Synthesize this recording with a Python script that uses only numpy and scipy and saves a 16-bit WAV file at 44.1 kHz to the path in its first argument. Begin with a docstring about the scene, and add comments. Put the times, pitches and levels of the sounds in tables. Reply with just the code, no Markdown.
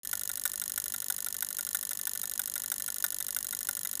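"""Relays counting in binary

Close to the microphone, seven small relays on a circuit board count at about fifty steps a second.
At each step any carrying relays drop out and rattle on their back stops; the next snaps in a few ms later.
The longer the carry, the heavier the clack and the more the board rings.
The desk reflects the clicks, and a quiet small room with a deep rumble lies behind."""
import sys
import numpy as np
from scipy import signal
from scipy.fft import rfft, irfft
from scipy.io import wavfile
from scipy.ndimage import uniform_filter1d

SR = 44100
rng = np.random.default_rng(int(sys.argv[2]) if len(sys.argv) > 2 else 0)


def pcm_store(signal):
    """Save signal as 16-bit PCM."""
    levels = np.round(np.clip(np.atleast_2d(signal), -1, 1) * 32767)
    wavfile.write(sys.argv[1], SR, levels.astype(np.int16).T)


N = 176400

STEP_S, ROLLOVER_S = .0202125, .4535  # at the rollover all seven relays drop out together
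SAG_MS_PER_COIL = .125  # every other coil that is on loads the supply and slows the pull-in
TOUCH_LEAD_MS, TOUCH_DB = 1.6, -26  # the contact touches just before the armature lands
OPEN_LEAD_MS, OPEN_DB = .88, -31.5  # and opens just before the armature falls back
FASTEST_SNAP_T60_S, SNAP_T60_S, DROP_T60_S = .0038, .009, .006
BOARD_SNAP_DB, BOARD_DROP_DB = -2, -3.5
DESK_DB, DESK_T60_S, DESK_DELAY_S = -14.5, .0176, .002
ROOM_DB, ROOM_T60_S = -18, .18
AIR_DB, RUMBLE_DB = -61.5, -70


def relay_counter():
    """Each relay snaps in as its bit turns on and drops out as it turns off; both blows ring the board."""
    # The relays, lowest bit first. Each row: base pull-in delay in ms, snap level in dB, snap bounce
    # share, timing scatter in ms, drop-out delay in ms, drop level in dB, rebound gap in ms,
    # rebound share, push on the board in dB.
    relays = [(3.5, -7, 0.11, 0.039, .62, -14.5, .87, 0.82, -7.5),
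              (3.6, -11, 0.44, .25, .45, -9.5, 2.2, 0.65, -3.5),
              (4.6, -15, 0.2, .2, 0.46, -9, 1.9, 0.91, 1), (5.2, -14, 0.7, 0.37, 0.3, -6, 1.3, 0.78, 4),
              (3.5, -9.5, 0.83, 0.17, 0.47, -6, 1.8, 0.9, 0.5), (2.8, -8, 0.56, 0.18, .5, -16.5, 1.7, 1, 2),
              (7.0, -6, 0.7, 0.18, .6, -1, 3.2, 0.9, 5.5)]
    # Impact spectra of the fastest relay, then of the rest. Each row: frequency in Hz, relative dB.
    fastest_snap_colour = [(400, -17), (1000, -27.5), (2500, -33.5), (3000, -19.5), (4100, -13.5),
                           (4500, -14.5), (5300, -8.5), (5850, -13.5), (6700, -3.5), (7200, -4.5),
                           (7800, -23), (8500, -15.5), (9300, -5), (9950, -1), (10500, -7), (11050, 2.5),
                           (11500, -5.5), (11900, -6), (12450, -3), (12950, -7), (13500, -16), (14350, -2),
                           (15000, -7), (16000, -15.5)]
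    fastest_drop_colour = [(400, -12), (1500, -16), (2600, -18), (3000, -10), (4000, -23), (4500, -22.5),
                           (6000, -16.5), (6900, -6), (7500, -17.5), (8100, 1), (9000, -8.5), (9800, -4.5),
                           (10900, -5), (11700, -3.5), (12450, -5), (13000, -16), (13900, -24),
                           (15000, -19), (16000, -7)]
    snap_colour = [(400, -28.5), (1500, -16), (1900, -16.5), (2500, -27.5), (3700, -12), (4500, -18.5),
                   (6000, -9.5), (6900, -7), (7500, -4), (8200, -2.5), (9000, -9), (10000, -2.5),
                   (12400, -5), (13100, -8), (14000, -1.5), (15000, -7), (16000, -7)]
    drop_colour = [(400, -24), (900, -22), (1500, -9), (2000, -15), (2700, -18.5), (3700, -7), (4500, -21),
                   (5200, -10), (6700, -7.5), (7500, -13.5), (8350, 3.5), (9100, -5), (10500, -6.5),
                   (12300, -0.5), (13200, -4), (14900, 1), (16000, -21)]
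    count = np.arange(-int(ROLLOVER_S / STEP_S), int((N / SR - ROLLOVER_S) / STEP_S) + 1)
    clock = ROLLOVER_S + count * STEP_S
    coils_on = sum((count >> bit) & 1 for bit in range(len(relays)))
    out = np.zeros(N)
    for bit, relay in enumerate(relays):
        pull_ms, snap_db, snap_share, scatter_ms, drop_ms, drop_db, gap_ms, drop_share, push_db = relay
        change = ((count >> bit) & 1) - (((count - 1) >> bit) & 1)
        late_ms = pull_ms + SAG_MS_PER_COIL * (coils_on - 1)
        late_ms += scatter_ms * rng.standard_normal(len(count))
        snaps = snap_in((clock + late_ms / 1000)[change > 0], snap_share)
        drops = drop_out(clock[change < 0] + drop_ms / 1000, gap_ms, drop_share)
        snap_t60 = SNAP_T60_S if bit else FASTEST_SNAP_T60_S
        out += undb(snap_db) * relay_body(snaps, snap_t60, snap_colour if bit else fastest_snap_colour)
        out += undb(drop_db) * relay_body(drops, DROP_T60_S, drop_colour if bit else fastest_drop_colour)
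        blows = undb(BOARD_SNAP_DB) * snaps + undb(BOARD_DROP_DB) * drops
        out += undb(push_db) * through(blows, board_ring(bit))
    return out


def snap_in(times, share):
    """The coil pulls in: the contact touches and chatters, then the armature lands and bounces."""
    landing = bounces(times, gap_ms=1.15, share=share)
    chatter = bounces(times - TOUCH_LEAD_MS / 1000, gap_ms=.6, share=.36)
    return landing + undb(TOUCH_DB) * chatter


def drop_out(times, gap_ms, share):
    """The coil lets go: the contact opens, then the armature rattles on its back stop."""
    rattle = bounces(times, gap_ms, share)
    opening = bounces(times - OPEN_LEAD_MS / 1000, gap_ms, share=.44)
    return rattle + undb(OPEN_DB) * opening


def bounces(times, gap_ms, share, count=4, gap_scatter=.03, force_scatter_db=.98):
    """A part lands and rebounds at shrinking gaps, each blow about `share` times the one before."""
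    chance = rng.standard_normal((len(times), 2, count))
    gaps = gap_ms / 1000 * (1 + gap_scatter * chance[:, 0]) * .85 ** np.arange(count)
    forces = unit(share ** np.arange(count)) * undb(force_scatter_db * chance[:, 1])
    hits = times[:, None] + np.cumsum(gaps, axis=1) - gaps
    return taps(hits.ravel(), forces.ravel())


def relay_body(blows, t60, spectrum):
    """Each blow sets the relay's small parts ringing for a few milliseconds."""
    return through(blows, unit(through(dense_ring(t60), colour(spectrum))))


def board_ring(bit, size=4096, rise_s=.00094):
    """The board struck at one relay's place; the blow takes a moment to spread through it."""
    # The board's modes. Each row: frequency in Hz, level in dB, t60 in seconds, place along the row
    # where it is struck best in relays, loss in dB per relay away from there.
    modes = [(584, -36, 0.036, 2, 1), (772, -24.5, 0.044, 4, 7.5), (894, -26, 0.019, 4.5, 6.5),
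             (1115, -28.5, 0.024, .8, 5.5), (1469, -19.5, 0.018, 3, 5.5), (1631, -22, 0.027, 4, 4),
             (1781.4, -27, 0.033, 4.5, 1.1), (1849, -26, 0.022, 1.5, 0.5), (2002, -27, 0.022, 3.5, 1.5),
             (2903, -27, 0.033, 0, 7), (3253, -30, 0.022, 1.5, 4.5), (3730, -22, 0.021, 3.5, 3),
             (4031, -26.5, 0.064, .5, 5.5), (6800, -18, 0.014, 0, 3), (8470, -22.5, 0.012, -1, 5.5),
             (8590, -24.5, 0.011, 3.5, 0)]
    t = np.arange(size) / SR
    rise = 1 - np.exp(-t / rise_s)
    out = np.zeros(size)
    for hz, db, t60, place, loss_db in modes:
        mode = unit(np.sin(2 * np.pi * hz * t) * rise * fade(t60, size))
        out += undb(db - loss_db * abs(bit - place)) * mode
    return out


def desk_and_room(x, size=22050):
    """Quick reflections from the desk, then the faint tail of a small room."""
    # The tail's spectrum. Each row: frequency in Hz, relative level in dB.
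    room_colour = [(200, 10), (1800, 8.5), (4500, 2), (7000, 3), (10000, -2.5), (16000, 2.5)]
    desk = np.concatenate([np.zeros(int(DESK_DELAY_S * SR)), dense_ring(DESK_T60_S)])
    decay = rng.standard_normal(size) * fade(ROOM_T60_S, size)
    tail = unit(through(decay, colour(room_colour)))
    return undb(DESK_DB) * through(x, desk) + undb(ROOM_DB) * through(x, tail)


def room_tone():
    """Steady room noise over a deep rumble that sinks and partly swells back."""
    # Spectra of the room noise and the rumble. Each row: frequency in Hz, relative level in dB.
    air_colour = [(20, -22), (60, -8.5), (90, 0), (130, -3.5), (195, 1), (260, -4), (400, -8), (700, -15),
                  (2000, -20), (16000, -27)]
    rumble_colour = [(15, -39), (28, -13), (45, -1.5), (80, -3.5), (130, -17.5), (400, -36), (16000, -87)]
    # The rumble's swell. Each row: time in seconds, relative level in dB.
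    rumble_levels = [(0, 8), (.35, 4.5), (.6, 0), (1.7, -6), (3, 0.5), (4, -0.5)]
    swell_db = np.interp(np.arange(N) / SR, *np.array(rumble_levels).T)
    air = through(rng.standard_normal(N), colour(air_colour))
    rumble = through(rng.standard_normal(N), colour(rumble_colour))
    return undb(AIR_DB) * air + undb(RUMBLE_DB + swell_db) * rumble


def dense_ring(t60, size=2048, passes=6):
    """A ring of many modes: decaying noise, evened out so that it has no colour of its own."""
    envelope = fade(t60, size)
    x = rng.standard_normal(size) * envelope
    for _ in range(passes):
        spectrum = rfft(x)
        x = irfft(spectrum / (np.abs(spectrum) + 1e-12))
        power = uniform_filter1d(x ** 2, size=32).clip(1e-18)
        x = x * envelope / np.sqrt(power)
    return unit(x)


def colour(points, size=4096):
    """Minimum-phase response of unit energy, shaped by (Hz, dB) points."""
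    hz, db = np.array(points, float).T
    bin_hz = np.maximum(np.arange(size // 2 + 1) * SR / size, 1)
    gains = undb(np.interp(np.log(bin_hz), np.log(hz), db))
    cepstrum = irfft(np.log(gains))
    cepstrum[1:size // 2] *= 2
    cepstrum[size // 2 + 1:] = 0
    return unit(irfft(np.exp(rfft(cepstrum))))


def taps(times, gains):
    """Impulses at the given times in seconds."""
    out = np.zeros(N)
    at = np.round(times * SR).astype(int)
    inside = (at >= 0) & (at < N)
    np.add.at(out, at[inside], gains[inside])
    return out


def fade(t60, size):
    """Exponential decay, 60 dB down after t60 seconds."""
    return np.exp(-np.log(1000) * np.arange(size) / SR / t60)


def through(x, response):
    """Pass a sound through an impulse response."""
    return signal.fftconvolve(x, response)[:N]


def unit(x):
    """Scale to an energy of one."""
    return x / np.sqrt(np.sum(x ** 2))


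def undb(db):
    """Decibels to gain."""
    return 10 ** (np.asarray(db) / 20)


def scene():
    """The relays close up on one microphone, with the room behind."""
    bass_cut = signal.butter(2, 330, "high", fs=SR, output="sos")  # small parts radiate little bass
    relays = signal.sosfilt(bass_cut, relay_counter())
    return (relays + desk_and_room(relays) + room_tone())[None]


def record(dry):
    """The sound cuts in, reaches full level within a moment, and loses its top above 15.3 kHz."""
    start_s = .033
    opening = np.interp(np.arange(N) / SR, [start_s, start_s + .0014, start_s + .046], [0, .6, 1])
    top_cut = signal.ellip(8, .2, 60, 15300, fs=SR, output="sos")
    return signal.sosfilt(top_cut, dry * opening)


dry = scene()
out = record(dry)
pcm_store(out)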